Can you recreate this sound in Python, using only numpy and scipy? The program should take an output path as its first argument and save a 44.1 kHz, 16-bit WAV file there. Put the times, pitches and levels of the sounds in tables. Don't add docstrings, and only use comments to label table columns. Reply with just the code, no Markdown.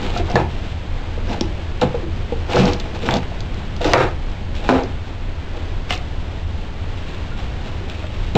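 import sys
import numpy as np
from scipy import signal
from scipy.fft import rfft, irfft
from scipy.io import wavfile

SR = 44100
rng = np.random.default_rng(int(sys.argv[2]) if len(sys.argv) > 2 else 0)


def convert_level_to_amplitude(level_db):
    exponent = np.asarray(level_db, float) / 20
    return 10 ** exponent


def transcribe(u):
    v = np.clip(np.atleast_2d(u).T, -1, 1)
    q = np.round(v * 32767).astype(np.int16)
    wavfile.write(sys.argv[1], SR, q)


N = 369116


def rms_one(x):
    return x / np.sqrt(np.mean(x ** 2) + 1e-20)


def resonance(x, hz, width):
    r = np.exp(-np.pi * width / SR)
    top = np.array([1, 0, -1]) * (1 - r * r) / 2
    return signal.lfilter(top, [1, -2 * r * np.cos(2 * np.pi * hz / SR), r * r], x)


def body(x, modes):
    out = 0
    for k, (hz, width, db) in enumerate(modes):
        out = out + (-1) ** k * convert_level_to_amplitude(db) * resonance(x, hz, width)
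    return out


def drift(rate):
    count = int(N * rate / SR) + 2
    return np.interp(np.arange(N) * rate / SR, np.arange(count), rng.standard_normal(2000)[:count])


def grains(per_s, spread_db):
    sizes = convert_level_to_amplitude(spread_db * np.minimum(rng.exponential(1, N), 4)) * rng.choice([-1, 1], N)
    return rms_one(sizes * (rng.random(N) < per_s / SR) + 1e-18)


def add(out, s, sound):
    i = round(s * SR)
    out[i:i + len(sound)] += sound[:N - i]


# (time [s], peak level [dB], pipe note [Hz], time to fade 60 dB [s], hardness [0-1])
KNOCKS = [(.162, -20, 707, 0.13, 0.1), (.197, -13.5, 349, 0.055, 0.33), (.299, -22.5, 710, 0.14, .35),
          (.3555, -5, 830, 0.034, 0.83), (1.176, -21.5, 453, 0.043, 0.6), (1.4105, -13, 352, 0.074, .5),
          (1.817, -14, 494, 0.14, 0.9), (1.944, -10.5, 473, 0.063, 0.44), (2.031, -17.5, 341, 0.086, 0.5),
          (2.322, -13.5, 463, .06, 0.37), (2.568, -2, 1300, 0.01, 0.52), (3.033, -19.5, 458, 0.14, 0.4),
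          (3.0885, -7, 910, 0.028, 0.9), (3.318, -26, 680, 0.054, 0.5), (3.815, -24, 486, 0.14, 0.2),
          (3.845, -18, 516, 0.25, 0.99), (3.9345, -4, 657, 0.041, 1), (4.646, -28, 830, 0.067, 0.6),
          (4.6905, -5.5, 1010, 0.05, 0.9), (5.906, -17.5, 724, 0.093, 1), (7.808, -26, 372, 0.05, 0.26),
          (8.04, -24.5, 620, 0.051, 0.8), (8.3555, -14, 664, .031, 0.93)]
# (time [s], peak level [dB], note [Hz], time to fade 60 dB [s])
HUMS = [(0.164, -19.5, 1340, 0.035), (.2, -22.5, 692, 0.16), (.339, -5.5, 180, 0.083),
        (0.3575, -8.5, 1730, 0.041), (0.36, -27, 976, 0.15), (1.82, -14.5, 149, 0.11),
        (2.54, -16, 486, 0.65), (2.588, -3.5, 193, 0.12), (3.139, -16.5, 186, .14),
        (3.856, -13.5, 301, 0.2), (3.955, -14.5, 135, 0.12), (4.699, -5.5, 262.6, .24),
        (7.319, -34.5, 1417, 0.16), (8.349, -4.5, 213, 0.038), (8.35, -9, 139, 0.22)]
# (time [s], peak level [dB], note [Hz], time to fade 60 dB [s])
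REBOUNDS = [
    (.378, -12.5, 914, 0.038),
    (3.9387, -2.5, 520, 0.077),
    (3.948, -7.5, 945, .1),
    (3.958, -8, 613, 0.097),
    (4.697, -9, 680, .068),
    (4.722, -10.5, 532, 0.14),
]
# (pitch [Hz], width [Hz], level [dB])
BENCH = [(131.3, 37, -6), (201, 45, 0.5), (276, 61, -2)]
# (pitch [Hz], width [Hz], level [dB])
PIPES = [(302, 30, -4.5), (364.4, 51, 0), (486, 50, 0.5), (680, 73, -2.5), (830, 104, 0), (913, 290, -7.5),
         (570, 30, -14)]
# (pitch [Hz], width [Hz], level [dB])
WALLS = [(1250, 130, 2.5), (1410, 150, 3), (1540, 300, -1.5), (1848, 64, -1.5), (2010, 240, -10.5)]
HUM_HARDNESS, REBOUND_HARDNESS = 0.02, 0.6
SOFT_CUT_HZ, CUT_OCTAVES = 310, 3.14
SOFT_CRACK_DB, CRACK_GAIN_DB, CRACK_T60_S = -42.5, 42.5, .035


def knocks():
    out, t = np.zeros(N), np.arange(SR // 3) / SR
    frame = BENCH + PIPES + WALLS
    blows = KNOCKS + [(*row, HUM_HARDNESS) for row in HUMS]
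    blows = blows + [(*row, REBOUND_HARDNESS) for row in REBOUNDS]
    chance = rng.standard_normal((len(blows), len(frame) + 900))
    for (s, db, hz, t60, hardness), c in zip(blows, chance):
        sound = np.zeros(len(t))
        for (mode_hz, width, mode_db), u in zip(frame, c):
            level = np.sign(np.sin(9 * u)) * convert_level_to_amplitude(mode_db - 12.0 + 3.2 * u)
            sound += level * np.sin(2 * np.pi * mode_hz * t) * np.exp(-np.pi * 1.3 * width * t)
        crack_db = SOFT_CRACK_DB + CRACK_GAIN_DB * hardness + 9.5
        sound[:900] += c[-900:] * convert_level_to_amplitude(crack_db - 60 * t[:900] / CRACK_T60_S)
        cut_hz = SOFT_CUT_HZ * 2 ** (CUT_OCTAVES * hardness)
        sound = signal.sosfilt(signal.butter(4, cut_hz, fs=SR, output="sos"), sound)
        air_note = np.sin(2 * np.pi * hz * t) * convert_level_to_amplitude(1.5 - 60 * t / t60) * np.tanh(t * hz / 0.89)
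        add(out, s, convert_level_to_amplitude(db) * (sound + air_note))
    return out


# (pitch [Hz], width [Hz], level [dB])
SURFACE = [(1300, 830, -3), (2730, 580, 2.5), (3690, 930, -0.5), (5700, 580, -10.5)]
# (time [s], pipes level [dB], time to die [s], bench level re pipes [dB], walls level re pipes [dB])
RATTLES = [
    (.357, -8, 0.14, -8.5, -7),
    (1.412, -17, 0.042, -0.5, -23),
    (1.816, -14, .15, -1.1, -12),
    (1.946, -24.5, 0.043, -8, -12),
    (2.321, -24.5, 0.055, -4, -24),
    (3.092, -19, 0.2, -16, -10),
    (3.938, -7, 0.29, -14, -4),
    (4.69, -9.5, 0.32, -17, -9.5),
    (8.354, -13.5, .39, -24, -13),
]
RATTLE_GRIT_DB = -14


def rattles():
    t, levels = np.arange(SR // 2) / SR, np.zeros((4, N))
    for s, db, t60, bench_db, walls_db in RATTLES:
        fade_db = 60 * (t / t60) ** 1.41
        for level, part_db in zip(levels, (0, bench_db, walls_db, RATTLE_GRIT_DB)):
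            add(level, s, convert_level_to_amplitude(db + part_db - fade_db))
    shaken = grains(4500, spread_db=4.0)
    parts = PIPES, BENCH, WALLS, SURFACE
    return sum(level * rms_one(body(shaken, modes)) for level, modes in zip(levels, parts))


# (time of greatest pressure [s], rise [s], fall [s], pipes level [dB], grit level re pipes [dB])
DRAGS = [(.05, 0.2, 0.14, -32.5, -4.5), (.18, 0.089, 0.056, -32, 1), (.6, 0.23, 0.27, -47, 7),
         (1.32, 0.084, 0.1, -25.5, -7), (2.6, 0.083, .17, -15.5, -7), (2.7, .06, 0.086, -30, -0.5),
         (2.862, 0.052, 0.037, -34.5, -6), (2.96, 0.047, 0.022, -32.5, -1.5),
         (3.08, 0.11, 0.073, -26.5, -3.3), (3.16, 0.057, 0.047, -19.5, -10.5),
         (4.675, 0.13, 0.057, -32, -5.5), (7.89, 0.028, 1, -44.5, 3.5)]
# (time of greatest pressure [s], rise [s], fall [s], pipes level [dB], grit level re pipes [dB])
RUBS = [(.31, .06, 0.09, -27, -9), (2.5, 0.027, 0.17, -24, -5.5), (3.23, 0.012, 0.02, -41, 5.5),
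        (3.815, 0.014, 0.021, -22, -7.5), (3.865, 0.052, 0.14, -18.5, -5), (3.98, 0.057, 0.12, -27, 0.5),
        (4.33, .04, .04, -48, -3), (4.56, 0.025, 0.067, -49, 7), (5.58, 0.07, 0.037, -35, -10),
        (5.915, 0.033, 0.069, -30.5, 6.5), (7.15, 0.44, 0.09, -50.5, 9), (7.395, 0.052, 0.099, -42, 7),
        (7.668, 0.055, 0.048, -42, 7)]
DRAG_BENCH_DB, RUB_BENCH_DB = -1.5, -26.5
FINEST_DB, FINEST_GROWTH = -13.5, 0.41
STROKE_FADE_DB, STROKE_ROUNDNESS = 26.5, 1.7


def strokes():
    t, levels = np.arange(N) / SR, np.zeros((4, N))
    for rows, bench_db in ((DRAGS, DRAG_BENCH_DB), (RUBS, RUB_BENCH_DB)):
        for s, rise, fall, db, grit_db in rows:
            near = slice(max(int((s - 2 * rise) * SR), 0), int((s + 2 * fall) * SR))
            away = np.maximum((s - t[near]) / rise, (t[near] - s) / fall)
            pressure = convert_level_to_amplitude(db - STROKE_FADE_DB * away ** STROKE_ROUNDNESS)
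            finest_db = grit_db + FINEST_DB + FINEST_GROWTH * (db + 33.5)
            levels[:, near] += pressure * convert_level_to_amplitude(np.array([[0], [grit_db], [bench_db], [finest_db]]))
    return levels


def slides():
    slips = convert_level_to_amplitude(0.76 * drift(40)) * grains(1500, spread_db=2.5)
    fine = convert_level_to_amplitude(3.5 * drift(60)) * (grains(2500, spread_db=4.0) + .5 * slips)
    finest = convert_level_to_amplitude(3.5 * drift(82)) * grains(1800, spread_db=3.5)
    hollow = rms_one(body(slips, PIPES)) + convert_level_to_amplitude(-11) * rms_one(body(slips, WALLS))
    hiss = resonance(resonance(finest, 5000, 1800), 5000, 1800)
    layers = hollow, body(fine, SURFACE), body(slips, BENCH), hiss
    return sum(level * rms_one(layer) for level, layer in zip(strokes(), layers))


# (time [s], peak level [dB], centre pitch [Hz])
CLICKS = [(.017, -25, 3000), (.065, -21, 3500), (.104, -22, 3500), (.316, -17, 4800), (0.3562, -5, 3740),
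          (1.4099, 0.5, 4760), (1.822, -15, 3950), (2.6, -16, 4550), (2.699, -34, 3500), (2.991, -20, 4900),
          (3.0889, -7, 1470), (3.1398, -4.5, 4300), (3.406, -12, 4530), (3.544, -17, 4500),
          (3.9345, 5.5, 3630), (3.9385, -1, 2000), (4.318, -30, 4500), (4.553, -24, 4000),
          (4.6905, -5.5, 3020), (5.9249, -9, 3480), (5.953, -15, 4530), (5.977, -18, 4800),
          (7.899, -17, 3100)]
# (time [s], peak level [dB], centre pitch [Hz])
SCUFFS = [(.175, -13.5, 3900), (.3, -16, 5330), (1.8139, -10, 3500), (2.56, -11.5, 4900), (2.655, -9, 4760),
          (2.733, -12, 4500), (2.799, -14.5, 3400), (2.949, -23, 2300), (3.109, -12, 3160),
          (3.168, -11.5, 3780), (3.231, -25, 1800), (3.239, -34, 2900), (3.765, -21, 4000),
          (3.844, -12.5, 3700), (4.71, -16, 4980), (4.835, -20.5, 4500), (5.9068, -9, 3020),
          (7.64, -40, 3000), (8.353, -12, 3080)]
CLICK_T60_S, SCUFF_T60_S = .006, 0.025
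FIRST_TOUCH = 4.8


def ticks():
    out, t = np.zeros(N), np.arange(1500) / SR
    snaps = [(*row, CLICK_T60_S) for row in CLICKS] + [(*row, SCUFF_T60_S) for row in SCUFFS]
    chance = rng.standard_normal((len(snaps), len(t)))
    for (s, db, hz, t60), c in zip(snaps, chance):
        fizz = (c - FIRST_TOUCH * (t == 0)) * convert_level_to_amplitude(-60 * t / t60)
        snap = resonance(resonance(fizz, hz, 0.79 * hz), hz, 0.79 * hz)
        add(out, s, convert_level_to_amplitude(db) * snap / np.abs(snap).max())
    return out


# (centre pitch [Hz], time to fade 60 dB [s], level [dB])
ROOM = [(131, 0.41, 6.5), (360, 0.32, -1.5), (870, 0.31, -4), (2340, 0.23, -1.5), (4220, 0.1, -5)]
ROOM_DB = -10.5


def room(x):
    t, tail = np.arange(SR * 6 // 10) / SR, 0
    for hz, t60, db in ROOM:
        band = rms_one(resonance(rng.standard_normal(len(t)), hz, 0.3 * hz))
        tail = tail + band * np.sqrt(hz / 1000) * convert_level_to_amplitude(db - 60 * t / t60)
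    tail = tail * np.clip(t / 0.0035, 0, 1)
    return signal.fftconvolve(x, tail / np.sqrt(np.sum(tail ** 2)))[:N]


# (pitch [Hz], level per Hz [dB])
SHOP = [(38, -9.5), (62, -7.5), (150, -17.5), (430, -25), (850, -29), (1200, -33.5), (3300, -36),
        (6500, -47)]
# (time [s], level [dB])
SHOP_LEVEL = [(0.0, -20.5), (0.67, -25), (1.21, -24), (1.4, -23.5), (3.47, -24), (4.34, -25), (5.43, -25.5),
              (5.59, -24.5), (6.97, -25.5), (7.2, -23.5), (8.02, -25), (8.37, -23)]
# (pitch [Hz], width [Hz], level [dB])
MOTOR = [(27.76, 6.5, -27.5), (80.6, 24.8, -29.5)]


def shop():
    hz = np.maximum(np.fft.rfftfreq(N, 1 / SR), 1)
    points = np.array(SHOP)
    colour_db = np.interp(np.log(hz), np.log(points[:, 0]), points[:, 1])
    white = rfft(rng.standard_normal(N)) * convert_level_to_amplitude(colour_db)
    low = hz < 250
    air = irfft(white * low, N) * convert_level_to_amplitude(1.6 * drift(4.5))
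    air = air + irfft(white * ~low, N) * convert_level_to_amplitude(0.81 * drift(11))
    hum = 0
    for f, width, level_db in MOTOR:
        wavering = resonance(resonance(rng.standard_normal(N), f, width), f, width)
        hum = hum + convert_level_to_amplitude(level_db) * rms_one(wavering)
    s, db = np.transpose(SHOP_LEVEL)
    loudness = convert_level_to_amplitude(np.interp(np.arange(N) / SR, s, db) + 24.5)
    return loudness * (convert_level_to_amplitude(-27.5) * rms_one(air) + hum)


def scene():
    struck = knocks() + ticks()
    rubbed = slides() + rattles()
    echoes = convert_level_to_amplitude(ROOM_DB) * room(struck + 0.52 * rubbed)
    return (struck + rubbed + echoes + shop())[None]


LIMIT_DB, RELEASE_DB_PER_S, ATTACK_S = -4, 253.5, 0.008


def limiter(x):
    ramp = RELEASE_DB_PER_S * np.arange(N) / SR
    level_db = np.maximum.accumulate(20 * np.log10(np.abs(x) + 1e-9) + ramp) - ramp
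    r = np.exp(-1 / (ATTACK_S * SR))
    return x * convert_level_to_amplitude(-signal.lfilter([1 - r], [1, -r], np.maximum(level_db - LIMIT_DB, 0)))


def low_pass(x):
    return signal.sosfilt(signal.butter(12, 17100, fs=SR, output="sos"), x)


DOUBLER = np.array([-1, 0, 9, 16, 9, 0, -1]) / 16
CEILING, OFFSET = 1.12, -.0205
STEP, CUTOFF_HZ = 4, 15900


def record(dry):
    x = CEILING * np.tanh(limiter(dry[0]) / CEILING) + OFFSET
    x = signal.sosfilt(signal.butter(4, 6000, fs=SR, output="sos"), x)[::STEP]
    once = signal.upfirdn(DOUBLER, x, up=2)
    twice = signal.upfirdn(DOUBLER, once, up=2)[9:N + 9]
    top_cut = signal.cheby2(10, 40, CUTOFF_HZ + 300, fs=SR, output="sos")
    twice = signal.sosfiltfilt(top_cut, twice)
    return low_pass(np.clip(twice, -1, 1)[None])


dry = scene()
out = record(dry)
transcribe(out)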